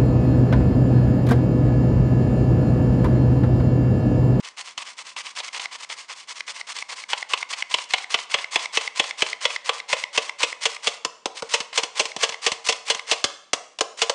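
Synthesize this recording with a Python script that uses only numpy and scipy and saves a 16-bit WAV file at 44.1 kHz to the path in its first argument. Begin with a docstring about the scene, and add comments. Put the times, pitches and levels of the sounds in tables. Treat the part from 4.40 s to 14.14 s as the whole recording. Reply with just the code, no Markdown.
"""In a small kitchen, flour is shaken through a hand-held plastic sieve over a bowl.
Each shake slides the flour across the mesh and back: a shower of tiny random contacts makes two swishes.
As the sieve empties and the shakes harden, it knocks after the push (bursts of contacts ringing the body),
scrapes (short coarse grains) and ticks on the way back (a few wobbly cycles). A few taps free the last flour.
The room adds short echoes, and a faint steady noise lies behind."""
import sys
import numpy as np
from scipy import signal
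from scipy.fft import rfft, irfft, next_fast_len
from scipy.io import wavfile
from scipy.ndimage import uniform_filter1d, minimum_filter1d

SR = 44100
rng = np.random.default_rng(int(sys.argv[2]) if len(sys.argv) > 2 else 0)


def wav_record(signal):
    """Record a signal, one row per channel, as 16-bit PCM in the file named by sys.argv[1]."""
    frames = np.transpose(np.atleast_2d(signal))
    bounded = np.clip(frames, -1, 1)
    # unit amplitude maps onto the largest positive 16-bit level
    quanta = np.round(bounded * 32767).astype(np.int16)
    wavfile.write(sys.argv[1], SR, quanta)


N = 429534

# Levels in the event tables set the events against each other; the functions add shared trims.
# one shake each: push_end_s, swish_db, knock_db (None if too gentle to knock), extra_cup_ring_db
SHAKES = [(0.0, -38.5, None, 2), (0.214, -35.5, None, 0), (0.421, -36.5, None, 0), (0.617, -37.5, None, 0),
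          (0.809, -36, None, 0), (0.998, -33.5, None, 0), (1.173, -31, None, 0), (1.358, -35.5, None, 2),
          (1.537, -35.5, None, 0), (1.728, -37, None, 0), (1.921, -35, None, 0), (2.113, -33, None, 0),
          (2.317, -33.5, None, 0), (2.532, -34, None, 0), (2.7315, -33, -24.5, 6), (2.9346, -33.5, -21, 4),
          (3.136, -31.5, None, 0), (3.3409, -33.5, -16.5, -2.5), (3.5357, -36, -17.5, 1),
          (3.7419, -34, -17, -1), (3.9409, -33.5, -16.5, 0), (4.1574, -30, -17.5, -1.5),
          (4.3717, -30, -17.5, -1.5), (4.596, -32.5, -17.5, -3), (4.8206, -31.5, -18.5, -2.5),
          (5.0525, -32, -18, -1), (5.2916, -33.5, -23, 7.5), (5.528, -32.5, -20, 2.5),
          (5.7756, -30, -20, 0.5), (6.0307, -30, -20.5, -1.5), (6.254, -29.5, -21.5, -2),
          (6.4702, -32, -21.5, -1.5), (6.995, -36, None, 0), (7.1376, -30, -22, 1.5),
          (7.3751, -31, -22, 0.5), (7.5947, -30.5, -21, -.5), (7.831, -29.5, -21.5, 2),
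          (8.0634, -29, -21.5, 0.5), (8.287, -30.5, -20.5, -1), (8.4997, -31.5, -22, 0),
          (8.7129, -29, -21.5, -0.5), (9.617, -33, -22, 1)]
# flour left in the sieve: time_s, share_0_to_1
FILL = [(0, 1), (3.6, 0.7), (4.4, 0.3), (5.2, 0.07), (9.7, 0)]
# share of the mesh that lies bare: time_s, share_0_to_1
BARE = [(0, 0), (5.3, 0.16), (6.3, 0.67), (7.1, 1)]
# resonances of the sieve and the bowl under it: pitch_hz, width_hz, full_lift_db (each sound takes a part of it)
MODES = [(451.7, 28.7, 13), (496.4, 57, 12), (567, 42, 8.5), (627, 22, 5.5), (1005, 69, 9), (1131, 65, 7.5),
         (2097, 275, 7), (2630, 160, 5.5), (2992, 216, 7), (3392, 85, 7.5), (4320, 280, 3.5),
         (5170, 180, 2.5), (6200, 180, 1.5)]
# tone of flour rubbing on the mesh: pitch_hz, level_db (per Hz)
SWISH = [(40, -47), (150, -30.5), (300, -19.5), (500, -11.5), (800, 0), (1050, 3.5), (1500, 1), (2100, 3.5),
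         (3200, 1.5), (4800, 3), (6500, 0.5), (8800, -4.5), (10000, -13.5), (11000, -40)]
# tone of the room's echoes: pitch_hz, level_db (per Hz)
ROOM_COLOUR = [(60, -10), (300, -3.5), (560, 5.5), (1100, 6), (1700, 2), (3000, -1.5), (7000, -0.5),
               (11000, -2.5)]
# tone of the faint background: pitch_hz, level_db (per Hz)
QUIET = [(30, -12), (100, -8), (200, 5), (500, 5), (1500, 4.5), (5000, -4), (10000, -26)]
# registers of a knock, one row each for thump, hollow, wall, clack, mesh: low_hz, high_hz
REGISTERS = [(60, 350), (350, 720), (720, 1600), (1600, 3800), (3800, 11000)]
# tone of hard contacts before the body rings: pitch_hz, level_db (per Hz)
CONTACT = [(40, -23.5), (150, -10), (350, -3.5), (800, -1), (1100, -3), (1550, -5), (2800, 4.5), (4000, 1),
           (6000, 2), (8000, -3.5), (10000, -16), (11000, -39)]
# light knocks of the sieve swinging loose, mostly on the rebound: start_s, level_db
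REBOUNDS = [(0.377, -33), (7.2031, -31), (7.4331, -28.5), (7.6538, -32.5), (7.8915, -32.5), (8.1174, -28.5),
            (8.3239, -29), (8.5466, -32.5), (9.3871, -36)]
# taps that free the last flour: start_s, thump_db, ring_db, crack_db
TAPS = [(6.6483, -33.5, -30, -28), (6.8563, -39.5, -30, -31), (7.022, -38.5, -29.5, -39.5),
        (7.7632, -44, -38.5, -36), (8.8409, -33.5, -29.5, -19.5), (9.132, -37, -28.5, -24),
        (9.4081, -38, -25.5, -24.5), (9.6956, -45, -25.5, -26.5)]
# balance of a knock against its own level: thump_db, hollow_db, wall_db, clack_db, mesh_db
KNOCK_COLOUR = [-26, -9, -9, 0, -11]
# balance of a rebound, in the same columns
REBOUND_COLOUR = [-17.5, -11.5, -7, -0.5, -3]
# what a full cup adds to any blow, in the same columns
FULL_SHIFT = [-10, -12, 0, 0, -2.5]
# what bare mesh adds to a knock, in the same columns
BARE_SHIFT = [4.5, 3, 2, 1, 9]
# a glancing knock rings the cup and hardly thumps: dB per dB of extra ring, for the same five registers
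RING_SHIFT = [-1.45, 0.44, 0.82, -0.037, -0.29]
# single scrapes of the sieve, besides those around each knock: start_s, level_db
SCRAPES = [(0.4225, -23.5), (0.7634, -20), (0.8664, -21.5), (1.0013, -17.5), (1.1462, -21), (1.1958, -15),
           (1.498, -19.5), (3.1344, -15.5), (7.3284, -20.5), (7.394, -17), (7.9223, -18), (8.485, -19),
           (8.7304, -12)]
# tone of plastic scraping: pitch_hz, level_db (per Hz)
SCRAPE = [(100, -35.5), (400, -10), (1000, 8.5), (1500, -3.5), (2300, 8), (4300, 2), (6000, -6.5),
          (9000, -14.5), (11000, -37)]
# plastic ticks at the end of the pull: start_s, level_db
TICKS = [(1.087, -24.5), (1.256, -16.5), (1.446, -27.5), (2.0057, -15.5), (2.211, -19), (2.4232, -17.5),
         (2.6372, -23.5), (2.826, -15.5), (3.0274, -14), (3.223, -10.5), (3.642, -21.5), (4.0424, -14.5),
         (4.2565, -15), (4.4757, -14), (4.7085, -15.5), (4.9297, -13.5), (5.161, -12), (5.4003, -18),
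         (5.6375, -11.5), (5.894, -14.5), (6.1265, -19), (6.3649, -21), (7.7167, -22), (7.9424, -18.5),
         (8.5937, -16)]

# the push: how long the flour slides, gathers speed and stops; bare mesh adds to the time it gathers speed
PUSH_S, PUSH_ATTACK_S, BARE_ATTACK_S, PUSH_RELEASE_S, PUSH_DB = 0.05, 0.02, 0.012, 0.016, -0.5
# the pull, timed from the end of the push: it dies away by itself unless a tick stops it short
PULL_START_S, PULL_ATTACK_S, PULL_RELEASE_S, PULL_END_S, TICK_STOP_S = 0.022, 0.027, 0.054, 0.13, 0.0065
PULL_DB, BARE_PULL_DB, PULL_SAG_DB_PER_S = -2.5, -9, -47.5
# base contact times; flour deadens a knock, bare mesh buzzes on
KNOCK_S, BARE_KNOCK_S, REBOUND_S, TAP_S = 0.0031, 0.013, 0.0054, 0.0051
# a knocking shake may catch just before its knock and settles just after it; dB against the knock
CATCH_S, CATCH_CHANCE, CATCH_DB = 0.031, 0.58, -1
SETTLE_S, SETTLE_DB = 0.042, 2.5
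BARE_SCRAPE_DB, SCRAPE_JITTER_S = -16, 0.003  # bare mesh makes these scrapes weaker
TICK_HZ = 2106  # centre pitch; each tick wobbles around it
ROOM_T60_S, ROOM_DB = 0.51, -15  # time for the echo to fall by 60 dB, and its level
QUIET_DB = -64
CUTOFF_HZ = 10600


def from_db(db):
    """Turn decibels into a gain."""
    return 10 ** (np.asarray(db) / 20)


def rms_one(x):
    """Scale a signal to an average strength (rms) of 1."""
    return x / np.sqrt(np.mean(x ** 2) + 1e-20)


def add(out, s, sound):
    """Mix a sound into out, starting at s seconds."""
    i = max(round(s * SR), 0)
    out[i:i + len(sound)] += sound[:max(N - i, 0)]


def share(curve, s):
    """Read a 0-to-1 curve at a time in seconds."""
    return np.clip(np.interp(s, *np.transpose(curve)), 0, 1)


def drift(rate):
    """Random wandering with rms 1: a new target so many times a second, joined by straight lines."""
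    targets = rng.standard_normal(N // 20)
    return rms_one(np.interp(np.arange(N) / SR * rate, np.arange(N // 20), targets))


def coloured(x, spectrum):
    """Shape a signal's tone by scaling its frequencies; the result has rms 1."""
    hz, db = np.transpose(spectrum)
    size = next_fast_len(len(x))
    bins = np.maximum(np.arange(size // 2 + 1) * SR / size, 1)
    gain = from_db(np.interp(np.log(bins), np.log(hz), db))
    return rms_one(irfft(rfft(x, size) * gain, size)[:len(x)])


def grains(per_s, spread_db):
    """A dense shower of tiny contacts of uneven size and random sign; rms 1."""
    sizes = from_db(spread_db * np.clip(rng.standard_normal(N), -3, 2.5))
    sizes = sizes * rng.choice([-1, 1], N)
    return rms_one(sizes * (rng.random(N) < per_s / SR))


def body(x, coupling, fill):
    """Each resonance lifts its own band and rings on; flour lying in the cup damps the lowest ones."""
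    sections = []
    for hz, width, lift_db in MODES:
        damping = np.clip(fill, 0, 1) / (1 + (hz / 750) ** 6)
        pole = np.pi * width / SR
        zero = pole * from_db(lift_db * coupling * (1 - damping))
        turn = -2 * np.cos(2 * np.pi * hz / SR)
        sections.append(np.array([1 + zero, turn, 1 - zero, 1 + pole, turn, 1 - pole]) / (1 + pole))
    return signal.sosfilt(sections, x + 1e-18)


def slide(start, end, attack_s, release_s, sag_db_per_s=0):
    """Loudness of one slide of the flour: it gathers speed, holds or sags, and comes to rest."""
    t = np.arange(max(start, 0), end, 1 / SR)
    rise = np.minimum((t - start) / attack_s, 1)
    fall = np.minimum((end - t) / release_s, 1)
    return rise * fall * from_db(sag_db_per_s * (t - start))


def strokes(reach_s=0.13):
    """Loudness of the pushes and of the pulls; over bare mesh the pull is weak."""
    push, pull = np.zeros((2, N))
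    for s, db, _, _ in SHAKES:
        bare = share(BARE, s)
        forth = slide(s - PUSH_S, s + PUSH_RELEASE_S, PUSH_ATTACK_S + bare * BARE_ATTACK_S, PUSH_RELEASE_S)
        add(push, s - PUSH_S, from_db(db + PUSH_DB) * forth)
        # the first tick within reach stops the pull
        stops = [(at + TICK_STOP_S, TICK_STOP_S) for at, _ in TICKS if s < at < s + reach_s]
        end, release_s = stops[0] if stops else (s + PULL_END_S, PULL_RELEASE_S)
        back = slide(s + PULL_START_S, end, PULL_ATTACK_S, release_s, PULL_SAG_DB_PER_S)
        add(pull, s + PULL_START_S, from_db(db + PULL_DB + bare * BARE_PULL_DB) * back)
    return push, pull


def flour(bare_scuff_db=-3, bare_hiss_db=1, lumps_db=1.0):
    """Flour rubs over the mesh twice a shake; lumps flutter; emptying makes it thinner and hollower."""
    push, pull = strokes()
    t = np.arange(N) / SR
    fill, bare = share(FILL, t), share(BARE, t)
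    rub = coloured(grains(per_s=9000, spread_db=4.5), SWISH)
    # split the rub into a dull part and a bright rest, each with its own flicker
    dull = signal.sosfilt(signal.butter(1, 2500, fs=SR, output="sos"), rub)
    bright = rub - dull
    hiss_level = from_db(1.1) * push + from_db(2.6) * pull
    hiss = bright * hiss_level * from_db(2.1 * drift(170) + bare * bare_hiss_db)
    scuff_level = from_db(1.2) * push + from_db(1.9) * pull
    scuff = dull * scuff_level * from_db(2.8 * drift(120) + bare * bare_scuff_db)
    flutter = from_db(1.3 * drift(250) + fill * lumps_db * drift(45))
    swish = from_db(-1.5) * (hiss + scuff) * flutter
    full_cup = body(swish, coupling=0.65, fill=0.54)
    empty_cup = body(swish, coupling=0.64, fill=0)
    return fill * full_cup + (1 - fill) * empty_cup


def kitchen(x, build_s=0.0046, places_per_s=24.0, count=6):
    """Diffuse reflections build up and die away; their pattern changes as the sieve moves between places."""
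    t = np.arange(int(0.7 * SR)) / SR
    decay = from_db(-60 * t / ROOM_T60_S) * (1 - np.exp(-(t / build_s) ** 2))
    place, out = np.arange(N) / SR * places_per_s, 0
    for k in range(count):
        # fade from one place's echo pattern to the next, over and over
        nearness = np.sqrt(np.maximum(1 - np.abs((place + k) % count - 1), 0))
        tail = coloured(rng.standard_normal(len(t)), ROOM_COLOUR) * decay
        out = out + nearness * signal.fftconvolve(x, tail / np.linalg.norm(tail))[:N]
    return from_db(ROOM_DB) * out


def background():
    """A faint steady noise, strongest in the low and middle pitches."""
    return from_db(QUIET_DB) * coloured(rng.standard_normal(N), QUIET)


def strikes(tap_wall_db=-1.5, tap_mesh_db=-0.5):
    """List every knock, rebound and tap: start_s, level_db in each register, contact_s."""
    rows = []
    for s, _, db, ring_db in SHAKES:
        if db is not None:
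            bare = share(BARE, s)
            colour = np.array(KNOCK_COLOUR) + bare * np.array(BARE_SHIFT) + ring_db * np.array(RING_SHIFT)
            rows.append((s, db + colour, KNOCK_S + bare * (BARE_KNOCK_S - KNOCK_S)))
    for s, db in REBOUNDS:
        rows.append((s, db + np.array(REBOUND_COLOUR), REBOUND_S))
    for s, thump, ring, crack in TAPS:
        wall, mesh = (ring + crack) / 2 + tap_wall_db, crack + tap_mesh_db
        rows.append((s, np.array([thump, ring, wall, crack, mesh]), TAP_S))
    return rows


def knocks(hold=1.12, steepness=1.36, rattle_db=-15, rattle_s=0.013, rise_s=0.00031):
    """A blow is a crunch of contacts a few ms long, longer on bare mesh, plus a short rattle; the body rings."""
    out, t = np.zeros(N), np.arange(SR // 8) / SR
    attack = int(0.03 * SR)  # each register is levelled by its first 30 ms
    crunch = coloured(grains(per_s=16000, spread_db=3.0), CONTACT)
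    filters = [signal.butter(3, band, "band", fs=SR, output="sos") for band in REGISTERS]
    for k, (s, levels_db, contact_s) in enumerate(strikes()):
        fill = share(FILL, s)
        main_force = np.exp(-(t / (hold * contact_s)) ** steepness)
        rattle = from_db(rattle_db - 2 * fill) * np.exp(-t / rattle_s)
        force = (main_force + rattle) * (1 - np.exp(-t / rise_s))
        own_crunch = crunch[k * len(t):(k + 1) * len(t)]
        blow = body(force * own_crunch, coupling=0.89, fill=fill)
        for sos, db in zip(filters, levels_db + fill * np.array(FULL_SHIFT)):
            part = signal.sosfilt(sos, blow)
            add(out, s, from_db(db + 1.52) * part / np.std(part[:attack]))
    return out


def catches():
    """List the scrapes around each knock: start_s, level_db."""
    rows = []
    lucks = rng.random(len(SHAKES))
    jitters = rng.normal(0, SCRAPE_JITTER_S, (len(SHAKES), 2))
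    for (s, _, db, _), luck, (early, late) in zip(SHAKES, lucks, jitters):
        if db is not None:
            level = db + share(BARE, s) * BARE_SCRAPE_DB
            rows.append((s + SETTLE_S + late, level + SETTLE_DB))
            if luck < CATCH_CHANCE:
                rows.append((s - CATCH_S + early, level + CATCH_DB))
    return rows


def scrapes(length_s=0.004, level_db=-9):
    """A brief catch of plastic on the mesh: coarse grains that swell and fade."""
    force, t = np.zeros(N), np.arange(SR // 16) / SR
    swell = 2 * np.sqrt(t / length_s) * np.exp(-t / length_s)
    for s, db in SCRAPES + catches():
        add(force, s, from_db(db + level_db) * swell)
    coarse = coloured(grains(per_s=10000, spread_db=2.0), SCRAPE)
    return body(force * coarse, coupling=0.28, fill=0.39)


def ticks(length_s=0.0069, scratch_db=-7, level_db=-4.0, overtone=2.6, overtone_db=-15):
    """Plastic slips on plastic: a handful of uneven cycles that swell and stop, with some scratch."""
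    out, t = np.zeros(N), np.arange(SR // 100) / SR
    scratch = coloured(rng.standard_normal(N), SCRAPE)
    unsteady = 0.038 * drift(1500)  # pitch wobble, as a share of the pitch
    swell = np.sin(np.pi * np.minimum(t / length_s, 1) ** 0.53) ** 2
    for k, (s, db) in enumerate(TICKS):
        own = slice(k * len(t), (k + 1) * len(t))
        phase = 2 * np.pi * np.cumsum(TICK_HZ * (1 + unsteady[own])) / SR
        tone = np.sin(phase) + from_db(overtone_db) * np.sin(overtone * phase)
        slip = tone + from_db(scratch_db) * scratch[own]
        add(out, s, from_db(db + level_db) * slip * swell)
    return out


def scene():
    """The sieve close by, its room, and a faint background."""
    rubbing = flour() + scrapes()
    blows = knocks() + ticks()
    # a cup full of flour throws less of each blow into the room
    spread = from_db(-3.5 * share(FILL, np.arange(N) / SR))
    room = kitchen(rubbing + spread * blows)
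    return (rubbing + blows + room + background())[None]


def record(dry, ceiling=0.54):
    """A fast limiter holds the loudest peaks down, then the top of the treble is cut."""
    gain = np.minimum(1, ceiling / (np.abs(dry) + 1e-9))
    # hold each dip for about 1 ms, then smooth it
    gain = uniform_filter1d(minimum_filter1d(gain, size=45), size=45)
    low_pass = signal.ellip(10, 0.1, 70, CUTOFF_HZ, fs=SR, output="sos")
    return signal.sosfilt(low_pass, dry * gain)


dry = scene()
out = record(dry)
wav_record(out)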